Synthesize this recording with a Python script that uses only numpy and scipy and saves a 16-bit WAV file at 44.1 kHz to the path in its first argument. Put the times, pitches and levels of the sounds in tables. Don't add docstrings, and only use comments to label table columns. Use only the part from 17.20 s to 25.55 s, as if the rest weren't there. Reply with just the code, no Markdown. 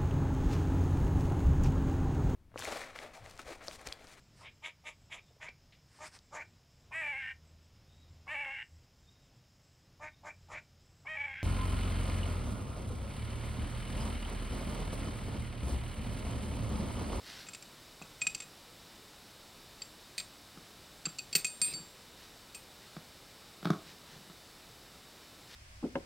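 import sys
import numpy as np
from scipy import signal
from scipy.fft import rfft, irfft
from scipy.io import wavfile
from scipy.ndimage import uniform_filter1d

SR = 44100
rng = np.random.default_rng(int(sys.argv[2]) if len(sys.argv) > 2 else 0)


def persist_wave(psi):
    counts = np.round(np.clip(psi, -1, 1) * 32767).astype(np.int16)
    wavfile.write(sys.argv[1], SR, np.atleast_2d(counts).T)


N = 368235


# start_s, level_db, contact_s, base_t60_s, place (0 middle, 1 tip), sideways (0-1),
# rattle (0-1, how much the second piece joins in)
CLINKS = [ (0.267, -57, 0.007, 0.024, .1, 0.3, .6), (0.286, -50, 0.0035, .03, 0.36, 0.6, 0),
          (0.334, -50, .004, .019, .45, .55, .4), (.348, -49, 0.0048, 0.0099, .35, 0.6, .4),
          (0.424, -53.5, 0.0041, .016, 0.56, 0.6, 0), (0.821, -56, 0.0044, .015, .1, 0.1, 0.7),
          (1.0116, -52, 0.0046, 0.018, .1, .3, 0.4), (1.0167, -39, 0.0036, 0.044, 0.026, 0.35, 0.27),
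          (1.068, -34, 0.0034, 0.028, 0.15, 0.34, 0.25), (1.148, -41.5, .0044, 0.011, 0.52, 0.4, 0.6),
          (1.202, -47, 0.005, 0.018, 0.36, 0.46, 0.2), (1.22, -51.5, 0.005, 0.048, 0.28, 0.44, .3),
          (2.619, -46, 0.0026, 0.031, 0.76, .08, .16), (2.98, -42, 0.002, 0.057, 0.81, 0.88, 0.5),
          (3.001, -50.5, 0.0078, 0.024, .35, .55, 0.1), (3.8549, -37, 0.0042, .032, 0.57, 0.23, 0.04),
          (3.986, -42, 0.0052, 0.058, .58, 0.03, 0.8), (4.128, -41.5, .0046, 0.048, 0.62, .42, 0.75),
          (4.152, -28.5, 0.0086, 0.039, 0.56, 0.65, 1.0), (4.246, -33.5, 0.0027, 0.056, 0.31, 0.5, 0.54),
          (4.267, -45.5, 0.0015, 0.28, 0.56, 0.76, 0.35), (4.416, -31.5, 0.0005, 0.16, 0.56, 0.98, 0.16),
          (4.5365, -46, 0.0035, 0.32, .97, 0.5, 0.13), (5.346, -50.5, 0.0061, 0.093, 0.38, 0.7, 0.86)]

def clinks(jolt_thud_db=-18.5, jolt_tap_db=-32):
    steel, jolts = np.zeros((2, N))
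    for start_s, level_db, *contact in CLINKS:
        add(steel, start_s, blow(level_db, *contact))
        add(jolts, start_s, thud(level_db + jolt_thud_db, level_db + jolt_tap_db))
    return steel, jolts


# base_db, then offsets tip_db, sideways_db, rattle_db, tick_db
MODE_DRIVE = [(8, -25.5, -6.5, 6, -9), (-10, 18, -3, 2.5, -15), (6, -3.5, -3.5, -5.5, -4),
              (-21.5, -7, 27.5, 5.5, -10), (-41.5, -2.5, 20.5, 23.5, -18)]

def blow(level_db, contact_s, t60_s, place, sideways, rattle, light_db=-46.5, pinch_hz=104):
    place, sideways, rattle = np.clip([place, sideways, rattle], .01, 1)
    pinch = np.exp(-t60_s / .068)
    tick = pinch * np.clip((light_db - level_db) / 11, 0, 1)
    mode_db = level_db + np.array(MODE_DRIVE) @ [1, place, sideways, rattle, tick]
    crack_db = level_db - 3.5 + 5.5 * sideways
    crack_db += 2 * np.log2(contact_s / .0049)
    return clink(contact_s, t60_s, pinch_hz * place * pinch, rattle, crack_db, mode_db)


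# first_piece_hz, second_piece_hz
STEEL_MODES = [(2495, 2625), (4580, 4452), (7526, 7470), (8645, 8475), (14598, 14530)]
SUSTAIN = [1.28, 0.84, 1.26, 1.8, 3.4]

def clink(contact_s, t60_s, rise_hz, rattle, crack_db, mode_db, jitter_hz=170):
    t = np.arange(SR // 2) / SR
    force = np.exp(-(t / contact_s) ** 2)
    out = crack(force, crack_db, mode_db[-1])
    push = force.copy()
    push[0] += .3 * force.sum()
    shares = np.array([1, rattle]) / np.hypot(1, rattle)
    piece_t60_s = t60_s * np.array([1, .7])
    for pair, sustain, db in zip(STEEL_MODES, SUSTAIN, mode_db):
        for hz, share, decay_s in zip(pair, shares, sustain * piece_t60_s):
            swell = signal.lfilter([1], [1, -amp(-60 / (decay_s * SR))], push)
            jitter = unit(uniform_filter1d(rng.standard_normal(len(t)), size=24))
            pitch_hz = hz + rise_hz + jitter_hz * force * jitter
            tone = np.sin(2 * np.pi * (np.cumsum(pitch_hz) / SR + rng.random()))
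            out += amp(db) * share * unit(swell * tone, size=530)
    return out


# freq_hz, gain_db
CRACK_EQ = [(200, -15), (950, -16.5), (1250, -5), (1600, -9.5), (2000, 0.5), (2600, 3.5), (4000, -1),
            (6200, 3.5), (8400, -1.5), (9800, -9.5), (13000, -23), (16000, -21)]
# delay_s, gain_db
SLAPS = [(.0031, -9), (.0046, -9), (.0068, -10), (.0087, -9)]

def crack(force, level_db, top_mode_db, impacts_per_s=9000):
    chatter = impacts(impacts_per_s, len(force)) * force
    chatter[0] += 1.3
    burst = chatter.copy()
    for delay_s, db in SLAPS:
        add(burst, delay_s, amp(db) * chatter)
    brightness = .45 * (top_mode_db - level_db + 18)
    tilt = [(1600, -1.3), (3000, -.3), (6000, -.26), (12000, 1)]
    eq = [(hz, db + brightness * read(tilt, hz)) for hz, db in CRACK_EQ]
    return amp(level_db) * unit(colour(burst, eq), size=530)


# start_s, end_s, level_db, fade_db, slips_per_s, rise_hz
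SCRAPES = [(0.076, 0.35, -68, 11, 1600, 130), (1.085, 1.19, -57, 7, 2100, 150),
           (2.977, 3.008, -34.5, 10, 640, -3), (4.164, 4.228, -38, 23, 2100, -60),
           (4.428, 4.538, -41.5, 8, 2500, 328)]
# gain_db, share_of_rise
SCRAPE_MODES = [(1.5, 0.43), (2, 0.9), (-1, 0.15), (-11, .1), (-15, .1)]
# freq_hz, gain_db
GRIT_EQ = [(200, -26), (1100, -21), (1800, 0), (2800, 3), (4200, 15), (6000, -7), (8000, -6), (10000, -22),
           (16000, -29)]

def scrapes(width_hz=50):
    out = np.zeros(N)
    for start_s, end_s, level_db, fade_db, slips_per_s, rise_hz in SCRAPES:
        progress = np.linspace(0, 1, int((end_s - start_s) * SR))
        slips = impacts(slips_per_s, len(progress))
        ring = sum(amp(db) * unit(resonate(slips, hz + share * rise_hz * progress, width_hz))
                   for (hz, _), (db, share) in zip(STEEL_MODES, SCRAPE_MODES))
        grit_db = -3 + 3.5 * np.log2(1500 / slips_per_s)
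        grit = amp(grit_db) * unit(colour(slips, GRIT_EQ))
        envelope = amp(level_db - fade_db * progress) * signal.windows.tukey(len(progress), .2)
        add(out, start_s, envelope * unit(unit(ring) + grit))
    return out


# start_s, thud_db, tap_db
KNOCKS = [(0.815, -50, -51.5), (3.373, -49.5, -57.5), (3.868, -41.5, -48.5), (4.154, -39, -44),
          (5.7663, -42, -51), (6.428, -45, -49.5), (6.447, -61, -46), (6.454, -29.5, -36),
          (6.471, -31.5, -44), (6.503, -22.5, -33), (6.532, -40.5, -49), (7.099, -51, -61)]

def knocks():
    out = np.zeros(N)
    for start_s, thud_db, tap_db in KNOCKS:
        add(out, start_s, thud(thud_db, tap_db))
    return out


# pitch_hz, gain_db, t60_s
TABLE_MODES = [(170.6, -1.5, 0.097), (196, 0, 0.077), (290, -3, 0.058), (330, -11.5, 0.049),
               (394, -25.5, 0.17), (650, -9, 0.019), (1270, -15, 0.024), (1560, -18, 0.046)]
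# freq_hz, gain_db
TAP_EQ = [(70, -58), (150, -11), (400, -2), (750, -1.5), (980, -9.5), (1250, 4.5), (1560, -2),
          (1780, -11.5), (2350, -7), (2750, -17), (3400, -8), (5800, -16.5), (7000, -29.5), (16000, -30)]

def thud(thud_db, tap_db, attack_s=.00061, tap_s=.0033, settle_s=.022, low_cut_hz=138):
    t = np.arange(SR // 4) / SR
    body = sum(amp(db - 60 * t / t60) * np.sin(2 * np.pi * hz * t) for hz, db, t60 in TABLE_MODES)
    onset = 1 - np.exp(-t / attack_s)
    press = np.exp(-(t / tap_s) ** 2) + amp(-19) * np.exp(-t / settle_s)
    tap = colour(rng.standard_normal(len(t)) * press * onset, TAP_EQ)
    knock = amp(tap_db) * unit(tap, size=530) - amp(thud_db) * unit(body, size=660)
    return signal.sosfilt(signal.butter(6, low_cut_hz, "high", fs=SR, output="sos"), knock)


# middle_s, length_s, level_db
FINGER_RUBS = [(.095, 0.18, -50), (.18, 0.25, -51.5), (5.03, 0.18, -59), (5.65, 0.16, -61.5),
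               (6.691, 0.15, -56), (6.919, 0.19, -59), (8.34, 0.19, -54)]
HAND_SHIFTS = [(4.56, 0.39, -54.5), (6.66, 0.31, -62), (7.0, .4, -58.5)]
# freq_hz, gain_db
FINGER_EQ = [(300, -11), (1200, -11), (1900, -1.5), (2250, -9), (2900, -6.5), (3900, -4), (5700, -8),
             (6700, -16), (8500, -19), (10000, -22), (16000, -28)]
HAND_EQ = [(100, -21.5), (165, -1.5), (210, -6), (260, -18), (350, -12.5), (600, -24), (1300, -24),
           (4000, -52)]

def rubs(grains_per_s=7000):
    out = np.zeros(N)
    for strokes, eq in ((FINGER_RUBS, FINGER_EQ), (HAND_SHIFTS, HAND_EQ)):
        for middle_s, length_s, level_db in strokes:
            grains = unit(colour(impacts(grains_per_s, int(length_s * SR)), eq))
            add(out, middle_s - length_s / 2, amp(level_db) * grains * np.hanning(len(grains)))
    return out


# freq_hz, t60_s
ROOM_DECAY = [(150, 0.16), (600, 0.37), (2500, 0.25), (8000, 0.28), (15000, 0.017)]

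def room(send, predelay_s=.0098, reflections_per_s=3000):
    count = SR // 2
    taps = np.sign(impacts(reflections_per_s, count)) * (np.arange(count) > predelay_s * SR)
    hz, t, bands = signal.stft(taps, SR, nperseg=256)
    decay = amp(-60 * t / read(ROOM_DECAY, hz)[:, None])
    tail = signal.istft(bands * decay, SR, nperseg=256)[1]
    return signal.fftconvolve(send, tail / np.linalg.norm(tail))[:N]


# freq_hz, gain_db
HISS_EQ = [(12, -28), (22, -3), (120, -1), (250, -3), (550, -5.5), (1200, -8.5), (2200, -11), (3450, -12),
           (3700, -8.5), (5200, -11.5), (6600, -16.5), (7800, -14.5), (8500, -17.5), (15800, -22)]
# pitch_hz, level_db
WHINE_TONES = [(30, -83.5), (59.5, -90.5), (1301, -78), (2382, -80.5), (2977, -74.5), (3272, -83),
               (3569, -71.5), (3865, -73.5), (4344, -80), (4463, -79), (4678, -103), (4764, -75.5),
               (5351, -74), (7735, -78.5)]

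def background(hiss_db=-55.5, waver_depth=.00212, waver_hz=25):
    hz = np.fft.rfftfreq(N, 1 / SR)
    out = amp(hiss_db) * unit(irfft(rfft(rng.standard_normal(N)) * amp(read(HISS_EQ, hz)), N))
    for pitch_hz, level_db in WHINE_TONES:
        drift = unit(irfft(rfft(rng.standard_normal(N)) / (1 + (hz / waver_hz) ** 2), N))
        cycles = np.cumsum(pitch_hz * (1 + waver_depth * drift)) / SR
        out += amp(level_db) * unit(np.sin(2 * np.pi * cycles))
    return out


def amp(db):
    return 10 ** (np.asarray(db) / 20)


def unit(x, size=None):
    return x / np.sqrt(np.mean(x[:size] ** 2) + 1e-20)


def read(points, hz):
    f, value = np.transpose(points)
    return np.interp(np.log(hz + 1), np.log(f + 1), value)


def add(mix, start_s, sound):
    part = mix[max(round(start_s * SR), 0):][:len(sound)]
    part += sound[:len(part)]


def colour(x, eq, size=4096):
    log_gain = np.log(amp(read(eq, abs(np.fft.fftfreq(size, 1 / SR)))))
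    taps = np.fft.ifft(np.exp(np.conj(signal.hilbert(log_gain)))).real
    return signal.fftconvolve(x, taps[:size // 2])[:len(x)]


def impacts(per_s, count):
    return rng.standard_normal(count) * (rng.random(count) < per_s / SR)


def resonate(x, hz, width_hz):
    turn = np.exp(2j * np.pi * np.cumsum(hz) / SR)
    pole = np.exp(-np.pi * width_hz / SR)
    return 2 * (turn * signal.lfilter([1 - pole], [1, -pole], x / turn)).real


def scene(steel_send_db=-17, mat_send_db=-12):
    steel, jolts = clinks()
    steel += scrapes()
    mat = jolts + knocks() + rubs()
    reverb = room(amp(steel_send_db) * steel + amp(mat_send_db) * mat)
    mono = steel + mat + reverb + background()
    return np.array([mono, mono])


def record(dry, high_cut_hz=16050):
    taps = signal.firwin(511, high_cut_hz, window=("kaiser", 9), fs=SR)
    return signal.oaconvolve(dry, taps[None], "same")


dry = scene()
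out = record(dry)
persist_wave(out)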